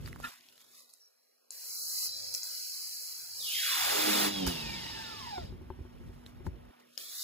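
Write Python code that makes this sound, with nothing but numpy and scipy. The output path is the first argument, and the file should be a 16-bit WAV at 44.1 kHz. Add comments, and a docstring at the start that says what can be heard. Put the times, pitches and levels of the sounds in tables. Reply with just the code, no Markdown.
"""Electric pressure washer in a yard, heard by a phone: the motor whines up and coasts down twice.
Its tones follow a computed speed; noise rings the casing. Coloured noise makes jet hiss and rustle.
Damped resonances make trigger clicks, knocks and a creak; a whistle glides as pressure bleeds off.
Low noise buffets the microphone ports; a wind filter slides its low cut up and down.
Behind: a distant mains hum, a far bird, traffic and leaves."""
import sys
import numpy as np
from scipy import signal
from scipy.fft import rfft, irfft, next_fast_len
from scipy.io import wavfile
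from scipy.ndimage import uniform_filter1d

SR = 44100
rng = np.random.default_rng(int(sys.argv[2]) if len(sys.argv) > 2 else 0)


def rack_gain(trim_db):
    """Turn a fader trim in dB into the linear factor to multiply a signal by."""
    fader = np.asarray(trim_db, float)
    return 10 ** (fader / 20)


def to_wav(sig):
    """Store sig (one row per channel, or 1-D mono) as 16-bit WAV at the path in sys.argv[1].

    Samples outside -1..1 are clipped; the rate is SR.
    """
    pcm = np.clip(np.atleast_2d(sig), -1, 1) * 32767
    pcm = np.round(pcm).astype(np.int16)
    wavfile.write(sys.argv[1], SR, pcm.T)  # frames by channels


N = 318843

# motor runs: switch-on t/s, trigger let go t/s, start below full loudness/dB
RUNS = [(1.52, 2.089, 36), (3.28, 4.259, 0)]
# motor tones: multiple of whine, level/dB, wobble share at full speed, power of speed by which it fades
WHINE_TONES = [(1, -4, .012, 0), (1.158, -7, .007, 3.0), (2, -21, .01, -.3), (3, -20, .012, 0),
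               (4, -17, .003, 8.0), (5, -22, .012, -.2)]
# loudness of all tones over whine pitch: f/Hz, level/dB
WHINE_LEVEL = [(300, -110), (560, -54), (740, -38.5), (1000, -42), (1400, -50), (1850, -53), (2350, -46),
               (2800, -44), (3300, -38.5), (3550, -40)]
# harmonics of the plunger beat: order, level/dB
PUMP_HARMONICS = [(1, -19), (2, -0.5), (3, 0.5), (4, -8.5), (5, -8), (6, -6), (8, -10.5)]
# spectrum of motor air: f/Hz, relative level/dB
MOTOR_AIR = [(60, -6), (300, -3), (900, -10.5), (2000, -9.5), (3500, -5.5), (5000, -10), (7000, -17.5),
             (11000, -20), (16000, -20)]
# casing resonances: f/Hz, width/Hz (t60 = 2.54 s / width), level re air/dB
CASING_MODES = [(905, 77, -8), (2890, 19, -11.5), (3440, 31, -22.5), (3850, 46, -11), (4800, 290, -9),
                (5130, 110, -11.5)]
# jet bursts, each a curve: t/s, level in 9.5-16 kHz/dB
JET_BURSTS = [
    [(1.51, -53), (1.72, -44), (2.066, -36.5), (2.082, -47), (2.124, -56), (2.33, -49.5)],
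    [(2.339, -37.5), (2.37, -44), (2.426, -52), (2.433, -45), (3.06, -45.5), (3.33, -50), (3.46, -42),
     (3.69, -37), (4.21, -34), (4.27, -36), (4.32, -54), (4.41, -51.5)],
    [(4.465, -37.5), (4.505, -46.5), (4.53, -51), (4.62, -56)],
    [(6.98, -49), (7.078, -50.5), (7.23, -41.5)],
]
# spectrum of the jet: f/Hz, relative level/dB
JET_COLOUR = [(100, -11.5), (400, 2.5), (1200, -0.5), (2500, -2), (4000, -5), (5500, -7), (7500, -8),
              (11000, -5.5), (16000, -5.5)]
# whistle while pressure bleeds off: t/s, f/Hz, level/dB
BLEED = [(4.55, 925, -98), (4.65, 920, -53.5), (4.95, 893, -54), (5.3, 858, -64), (5.42, 855, -95)]
# trigger and lance clicks: t/s, level 1.5 below peak/dB, ring f/Hz, left-right/dB
CLICKS = [(0.0601, -38, 4800, 9), (0.0767, -44, 2030, -23), (0.1292, -37.5, 2050, -10),
          (0.16, -43.5, 1020, -15), (0.2015, -45, 1040, -31), (0.409, -54, 5100, 16),
          (0.487, -43.5, 4170, 4), (0.579, -43, 4030, 3), (0.607, -46.5, 3700, -10), (0.894, -47, 3470, 5),
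          (0.9372, -42.5, 8860, -9), (1.2471, -66, 4280, 3), (1.506, -29.5, 7170, 4),
          (2.341, -32, 5270, -5), (2.349, -17.5, 5640, 10), (2.432, -26, 5220, 8), (4.4645, -49, 3590, -9),
          (4.4759, -22.5, 5560, -12), (6.2631, -38.5, 4030, -4), (6.4672, -40, 1600, -4),
          (6.977, -26, 5130, 9)]
# dull knocks of hose and lance: t/s, peak level/dB, contact cut-off f/Hz, left-right/dB
KNOCKS = [(4.472, -27.5, 707, -3), (5.38, -30.5, 1800, 0), (5.525, -39, 400, -3), (5.613, -40, 300, 7),
          (5.703, -29.5, 1400, 6), (5.789, -38.5, 300, -8), (5.851, -42.5, 500, 5), (6.014, -50, 400, -1),
          (6.094, -43, 400, 3), (6.405, -41, 400, 8), (6.466, -30.5, 1180, 7)]
# resonances of the knocked body: f/Hz, level/dB, t60/s
KNOCK_MODES = [(80, 6.5, 0.11), (138, -9, 0.11), (372, 5.5, 0.091), (542, -1.5, 0.036), (890, 6.5, 0.034),
               (995, 0, 0.035), (1580, -11, 0.039)]
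# creak of the grip: t/s, peak level/dB, rise/s per 10 dB, fall/s per 10 dB
CREAK_EVENTS = [(.246, -30, 0.0057, 0.016)]
# resonances of the grip: f/Hz, ring setting/Hz (t60 = 9.2 s / setting), level/dB
CREAK_MODES = [(1400, 63, 10), (1740, 250, 6), (2620, 350, 2.5), (3670, 630, -7), (5370, 2000, -25)]
# steady rustle of sleeves, hose and leaves: t/s, level in 4.2-12 kHz/dB
RUSTLE_LEVEL = [(0, -68), (.95, -69), (1.15, -82), (5.3, -87), (5.5, -79), (5.7, -82), (6.13, -76.5),
                (6.5, -82), (7.23, -84)]
# single swishes: t/s, peak level/dB, rise/s per 10 dB, fall/s per 10 dB
SWISHES = [(.074, -56.5, 0.043, .03), (.252, -53.5, .05, 0.1), (.615, -61.5, 0.037, 0.026),
           (.796, -57.5, 0.1, 0.067), (.896, -64, .004, .03), (.94, -62, 0.018, .02),
           (5.706, -75, .02, .02), (6.262, -65.5, .003, .05), (6.466, -62, 0.013, 0.014),
           (6.8, -69.5, .005, 0.027), (6.96, -68, .09, 0.023)]
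# spectrum of rustle: f/Hz, relative level/dB
RUSTLE_COLOUR = [(200, -19), (1000, 7.5), (2500, 3), (5000, -1.5), (8000, -3.5), (12000, 0), (16000, -5)]
# steady wind on the ports: t/s, level in 30-160 Hz/dB
WIND_LEVEL = [(0, -43), (.21, -51), (.27, -61), (4.3, -64), (4.55, -53), (4.92, -48.5), (5.14, -61),
              (5.3, -57), (5.6, -47.5), (6.2, -53.5), (6.32, -56), (6.55, -49), (6.7, -53), (6.76, -70)]
# single gusts: t/s, peak level/dB
GUSTS = [(.04, -48), (4.39, -45), (4.482, -30.5), (5.445, -42.5), (5.812, -34.5), (6.261, -44),
         (6.477, -31.5)]
# spectrum of wind: f/Hz, relative level/dB
WIND_COLOUR = [(20, -51), (34, -6.5), (50, 7), (90, 0.5), (150, -1), (220, -9.5), (350, -12.5),
               (600, -23.5), (1500, -65.5)]
# distant mains hum: f/Hz, level/dB
HUM_TONES = [(242.2, -62.5)]
# far bird: t/s, f/Hz, level/dB
CHIRP = [(.99, 5660, -88), (1.01, 5700, -66), (1.075, 5500, -65), (1.1, 5500, -83)]
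# spectrum of far traffic and leaves: f/Hz, relative level/dB
YARD_COLOUR = [(100, 12.5), (300, 11.5), (600, 12), (1500, 3.5), (3000, -2), (5000, -15.5), (7500, -24.5),
               (11000, -12), (16000, -16)]
# phase between the microphone ports: f/Hz, left lead/rad
PORT_PHASE = [(0, 2.5), (150, -0.37), (700, -4), (1300, -5), (3000, -5), (4450, -8.5), (8900, -15.5),
              (13350, -22.0), (15200, -25), (17000, 21)]
# level between the ports: f/Hz, left-right/dB
PORT_BALANCE = [(60, -2), (150, -2.5), (500, -1.5), (1500, -1.5), (4000, -1.5), (9000, 0)]
# scattered part of the noise: f/Hz, level re noise/dB
SCATTER = [(60, -22), (400, -1.5), (1500, -9), (5000, 6.5), (9000, -2), (13000, -6), (16000, -55)]
# wind filter: on t/s, off t/s
WIND_CUT = [(0.278, 3.385), (6.7, 8.0)]
# under the filter edge: t/s, base level let through/dB, roll-off f/Hz
LEAK = [(.28, -6, 158), (.8, -7.5, 170), (1.0, -12, 221), (1.5, -10.5, 226), (1.85, -17, 49.7),
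        (2.33, -13.5, 40), (2.4, -12, 497), (3.05, -16.5, 203), (3.25, -12.5, 80), (3.6, -14.5, 40.2),
        (4.2, -3.5, 30), (6.7, -6, 60), (6.8, -1.5, 141), (7.23, -13, 190)]
# base depth of the cut: f/Hz, multiple of the dB let through
LEAK_DEPTH = [(50, 0.59), (130, 1.25), (200, 3), (300, 2.12), (550, 0.98), (820, 1.74), (1200, 1.32),
              (2400, 1.11), (3000, 1.26), (3500, 1.7), (4000, 2.75)]

FULL_WHINE_HZ, REST_HZ = 3550, 100
GEAR_RATIO = 34.1  # whine pitch / plunger beat
SPIN_UP_S, UNLOADED_HZ = .15, 3736  # time constant, pitch aimed at
PUMPING_SAG_HZ_PER_S = 270  # slow loss as pressure builds
LOAD_SAG_HZ_PER_S2, SHUT_OFF_S = 8500, .21  # sag against the closed trigger, delay to switch-off
FRICTION_HZ_PER_S, DRAG_PER_S = 1900, .35  # coasting: steady loss, loss growing with speed
AIR_DB, AIR_SPEED_POWER, STALL_HZ = -42.5, 0.71, 574  # air dies under STALL_HZ
GUST_RISE_S, GUST_FALL_S = 0.019, 0.014  # per 10 dB
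YARD_DB = -61
EDGE_TOP_HZ, EDGE_RISE_S, EDGE_FALL_S = 3977, 0.23, 0.239  # edge aimed at, time constants


def rms_one(x):
    """Scales to unit power."""
    return x / np.sqrt(np.mean(x ** 2) + 1e-20)


def in_time(rows, t=None):
    """Columns of a curve at times t, by default every sample."""
    if t is None:
        t = np.arange(N) / SR
    s, *columns = np.transpose(rows)
    return [np.interp(t, s, column) for column in columns]


def at_hz(points, hz):
    """Reads a spectrum on a log frequency axis."""
    points_hz, values = np.array(points).T
    return np.interp(np.log(hz + 1), np.log(points_hz + 1), values)


def colour(x, points):
    """Shapes the spectrum by a dB curve."""
    size = next_fast_len(N)
    hz = np.arange(size // 2 + 1) * SR / size
    return irfft(rfft(x, size) * rack_gain(at_hz(points, hz)), size)[..., :N]


def band_one(x, low_hz, high_hz):
    """Scales so that one band has unit power."""
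    band = signal.butter(4, [low_hz, high_hz], "band", fs=SR, output="sos")
    return x / np.sqrt(np.mean(signal.sosfilt(band, x) ** 2))


def drift(corner_hz):
    """Slow chance of spread 1: two-pole low-passed noise at a 20th of the rate."""
    r = np.exp(-40 * np.pi * corner_hz / SR)
    white = rng.standard_normal(N // 20 + 2002)
    slow = signal.lfilter([1], [1, -2 * r, r * r], white)[2000:]  # settled part
    return np.interp(np.arange(N) / 20, np.arange(len(slow)), rms_one(slow))


def ring(x, hz, t60_s):
    """Two-pole resonance: a unit click starts a decaying sine of height 1."""
    r, w = rack_gain(-60 / (t60_s * SR)), 2 * np.pi * hz / SR
    return signal.lfilter([0, np.sin(w)], [1, -2 * r * np.cos(w), r * r], x)


def swells(events):
    """Level in dB of events that each rise to a peak and fall in straight lines."""
    t = np.arange(N) / SR
    levels = [peak_db - 10 * np.maximum((s - t) / rise_s, (t - s) / fall_s)
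              for s, peak_db, rise_s, fall_s in events]
    return np.max(levels, axis=0)


def glide(rows, overtones_db, wobble):
    """A slightly rough harmonic tone that follows a pitch and level curve."""
    hz, level_db = in_time(rows)
    turn = 2 * np.pi * np.cumsum(hz * (1 + wobble * drift(106.0))) / SR
    tone = sum(rack_gain(db) * np.sin((k + 1) * turn) for k, db in enumerate(overtones_db))
    return np.sqrt(2) * rack_gain(level_db + 2.0 * drift(3.6)) * (level_db > -85) * tone


def add(out, s, peak_db, pan_db, sound):
    """Mixes one short sound in at its time, height and side."""
    at = round(s * SR)
    part = out[:, at:at + len(sound)]
    sides_db = peak_db + np.array([[pan_db], [-pan_db]]) / 2
    part += rack_gain(sides_db) * sound[:part.shape[1]] / abs(sound).max()


def motor_state():
    """Whine pitch from spin-up, sag and coasting, and the dB by which each run swells in."""
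    t = np.arange(N) / SR
    hz, swell_db = np.full(N, 1. * REST_HZ), np.full(N, -120.)
    for on, let_go, start_db in RUNS:
        off = let_go + SHUT_OFF_S
        running_s = np.clip(t - on, 0, off - on)
        missing_hz = (UNLOADED_HZ - hz[round(on * SR)]) * np.exp(-running_s / SPIN_UP_S)
        driven = UNLOADED_HZ - missing_hz - PUMPING_SAG_HZ_PER_S * running_s
        driven = driven - LOAD_SAG_HZ_PER_S2 * np.clip(t - let_go, 0, SHUT_OFF_S) ** 2
        offset = FRICTION_HZ_PER_S / DRAG_PER_S
        coasting = (driven + offset) * np.exp(-DRAG_PER_S * np.clip(t - off, 0, None)) - offset
        hz = np.where(t < on, hz, np.maximum(coasting, REST_HZ))
        run_db = -start_db * np.clip((let_go - t) / (let_go - on), 0, 1)
        swell_db = np.where(t < on, swell_db, run_db)
    return hz, swell_db


def motor():
    """Gear whine and plunger beat follow the speed; rushing air rings the casing."""
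    hz, swell_db = motor_state()
    speed = hz / FULL_WHINE_HZ
    tones = 0
    for multiple, level_db, wobble, fade in WHINE_TONES:
        tone_hz = multiple * hz * (1 + wobble / np.sqrt(speed) * drift(90.0))
        turn = 2 * np.pi * np.cumsum(tone_hz) / SR
        tones = tones + rack_gain(level_db + 3.0 * drift(30.0)) * speed ** fade * np.sin(turn)

    beat = 2 * np.pi * np.cumsum(hz * (1 + 0.0053 * drift(24.0)) / GEAR_RATIO) / SR
    thump = speed ** 1.55 * rack_gain(3.37 * drift(5.0))  # weaker as the motor coasts
    for order, level_db in PUMP_HARMONICS:
        level = thump * rack_gain(level_db + 1.4 * drift(25.0))
        tones = tones + level * np.sin(order * beat + order ** 2)

    air = rms_one(colour(rng.standard_normal(N), MOTOR_AIR)) * (1 + 0.033 * np.sin(beat))
    white = rng.standard_normal(N)
    for mode_hz, width_hz, level_db in CASING_MODES:
        air = air + rack_gain(level_db) * rms_one(ring(white, mode_hz, 2.54 / width_hz))

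    tone_db = at_hz(WHINE_LEVEL, hz) + swell_db
    air_gain = speed ** AIR_SPEED_POWER / (1 + (STALL_HZ / hz) ** 5.3)
    air_db = AIR_DB + swell_db + 20 * np.log10(air_gain)
    return np.sqrt(2) * rack_gain(tone_db) * tones, rack_gain(air_db) * air


def jet():
    """Bright, even turbulent hiss, opened and closed in bursts."""
    unevenness = rack_gain(0.1 * drift(11.0) + 0.2 * drift(220.0))
    hiss = band_one(colour(rng.standard_normal(N) * unevenness, JET_COLOUR), 9500, 16000)
    t = np.arange(N) / SR
    flow = 0
    for burst in JET_BURSTS:
        is_open = (t > burst[0][0]) * (t < burst[-1][0])
        flow = flow + rack_gain(in_time(burst)[0]) * is_open
    return flow * hiss


def bleed():
    """Thin whistle with two overtones, gliding as the pressure bleeds off."""
    return glide(BLEED, [0, -1, -7], wobble=0.0047)


def clicks():
    """A short rough contact rings a small plastic part."""
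    out, t = np.zeros((2, N)), np.arange(1000) / SR
    for s, level_db, hz, pan_db in CLICKS:
        contact = rng.standard_normal(len(t)) * np.exp(-t / 0.00071)
        rung = ring(contact, hz, 0.0091)
        rung = rung + rack_gain(-5) * ring(contact, 1.29 * hz, 0.0037)
        rung = rung + rack_gain(-22) * ring(contact, 0.79 * hz, 0.0062)
        click = rung / abs(rung).max() + rack_gain(-6.5) * contact
        add(out, s, level_db + 1.5, pan_db, click)
    return out


def knocks():
    """One body rings at every knock; a softer contact excites its high modes less."""
    out, tap = np.zeros((2, N)), signal.unit_impulse(8000)
    for s, peak_db, cut_hz, pan_db in KNOCKS:
        contact = signal.sosfilt(signal.butter(2, cut_hz, fs=SR, output="sos"), tap)
        body = sum(rack_gain(db) * ring(contact, hz, t60_s) for hz, db, t60_s in KNOCK_MODES)
        add(out, s, peak_db, pan_db, body)
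    return out


def creak():
    """Fast uneven slips ring the grip."""
    slips = rng.standard_normal(N) * rack_gain(1.1 * drift(170.0))
    rung = sum(rack_gain(db) * rms_one(ring(slips, hz, 9.2 / setting)) for hz, setting, db in CREAK_MODES)
    return rack_gain(swells(CREAK_EVENTS)) * rms_one(rung)


def rustle():
    """Grainy friction noise of sleeves, hose and leaves."""
    grains = rng.standard_normal(N) * rack_gain(2.0 * drift(120.0))
    noise = band_one(colour(grains, RUSTLE_COLOUR), 4200, 12000)
    return rack_gain(np.maximum(in_time(RUSTLE_LEVEL)[0], swells(SWISHES))) * noise


def wind():
    """Lumpy low noise: a part shared by the ports, a part opposite in sign."""
    shared, opposed = rng.standard_normal(N), rng.standard_normal(N)
    pair = shared + rack_gain(-3.5) * opposed * [[1], [-1]]
    lumps = band_one(colour(pair * rack_gain(3.8 * drift(4.1)), WIND_COLOUR), 30, 160)
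    gust_db = swells([(s, db, GUST_RISE_S, GUST_FALL_S) for s, db in GUSTS])
    return rack_gain(np.maximum(in_time(WIND_LEVEL)[0], gust_db)) * lumps


def bird():
    """Far chirp: one tone on a short pitch curve."""
    return glide(CHIRP, [0], wobble=0.024)


def hum():
    """Distant mains hum: steady pitch, slightly wavering level."""
    t = np.arange(N) / SR
    tones = [rack_gain(db + 2.0 * drift(1.5)) * np.sin(2 * np.pi * hz * t) for hz, db in HUM_TONES]
    return np.sqrt(2) * sum(tones)


def yard():
    """Far traffic and leaves: steady coloured noise."""
    return rack_gain(YARD_DB) * rms_one(colour(rng.standard_normal(N), YARD_COLOUR))


def ports(clear, noisy):
    """Ports differ in phase and level by pitch; scattered noise reaches each port unlike."""
    hz, _, frames = signal.stft(noisy, SR, nperseg=512)
    share = rack_gain(at_hz(SCATTER, hz))[:, None]
    unlike = frames * share * np.exp(2j * np.pi * rng.random((2, *frames.shape)))
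    scattered = signal.istft(unlike, SR, nperseg=512)[1][:, :N]

    size = next_fast_len(N + 4096)
    hz = np.arange(size // 2 + 1) * SR / size
    sides = np.array([[1], [-1]])
    lead_rad = np.interp(hz, *np.transpose(PORT_PHASE))
    balance = rack_gain(at_hz(PORT_BALANCE, hz) / 2 * sides)
    spectra = rfft(clear + noisy, size) * balance * np.exp(.5j * lead_rad * sides)
    return irfft(spectra, size)[:, :N] + scattered


def scene():
    """All sources at the two ports; clicks and knocks come through the hand and skip the air path."""
    tones, air = motor()
    clear = tones + bleed() + creak() + bird() + hum()
    noisy = air + jet() + rustle() + yard()
    return ports(clear, noisy) + clicks() + knocks() + wind()


def wind_filter(x):
    """A sharp edge slides up when the filter engages and back down on release; below it little passes."""
    hz, t, frames = signal.stft(x, SR, nperseg=1024, noverlap=768)
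    hz = hz[:, None]
    edge_hz = np.zeros(len(t))
    for on, off in WIND_CUT:
        rising = 1 - np.exp(-np.clip(t - on, 0, off - on) / EDGE_RISE_S)
        edge_hz += EDGE_TOP_HZ * rising * np.exp(-np.clip(t - off, 0, None) / EDGE_FALL_S)

    # random dips in what is let through, about 200 Hz by .15 s
    dips = rng.standard_normal(frames.shape[1:])
    for axis, size in [(0, 4), (0, 3), (1, 24), (1, 16)]:
        dips = uniform_filter1d(dips, size=size, axis=axis)
    depth = at_hz(LEAK_DEPTH, hz) + 3.3 * np.maximum(rms_one(dips) - .4, 0)

    # deeper along the motor's whine and the pump's hum
    whine_hz = np.interp(t, np.arange(N) / SR, motor_state()[0])
    near_whine = np.exp(-((hz - whine_hz) / (0.086 * whine_hz)) ** 2)
    depth = depth + 0.55 * near_whine * (whine_hz > REST_HZ)
    near_pump = np.exp(-((hz - 3 * whine_hz / GEAR_RATIO) / 160.0) ** 2)
    edge_is_high = edge_hz > .6 * EDGE_TOP_HZ
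    depth = depth + 0.9 * near_pump * (whine_hz / FULL_WHINE_HZ) ** 2 * edge_is_high

    leak_db, low_hz = in_time(LEAK, t)
    under = rack_gain(np.minimum(leak_db, 0) * np.maximum(depth, 0))
    under = under / (1 + (low_hz / (hz + 1)) ** 5.9)
    above = np.clip((hz - edge_hz) / 60.0 + .5, 0, 1)
    passed = frames * (above + (1 - above) * under)
    return signal.istft(passed, SR, nperseg=1024, noverlap=768)[1][:, :N]


def band_limit(x):
    """A steep low-pass at the top of the band."""
    return signal.sosfilt(signal.butter(12, 17070, fs=SR, output="sos"), x)


def record(dry):
    """Wind filter, then a steep top cut, 70 dB down from 16218 Hz."""
    top_cut = signal.cheby2(16, 70, 16218, fs=SR, output="sos")
    mix = signal.sosfilt(top_cut, wind_filter(dry))
    return band_limit(mix)


dry = scene()
out = record(dry)
to_wav(out)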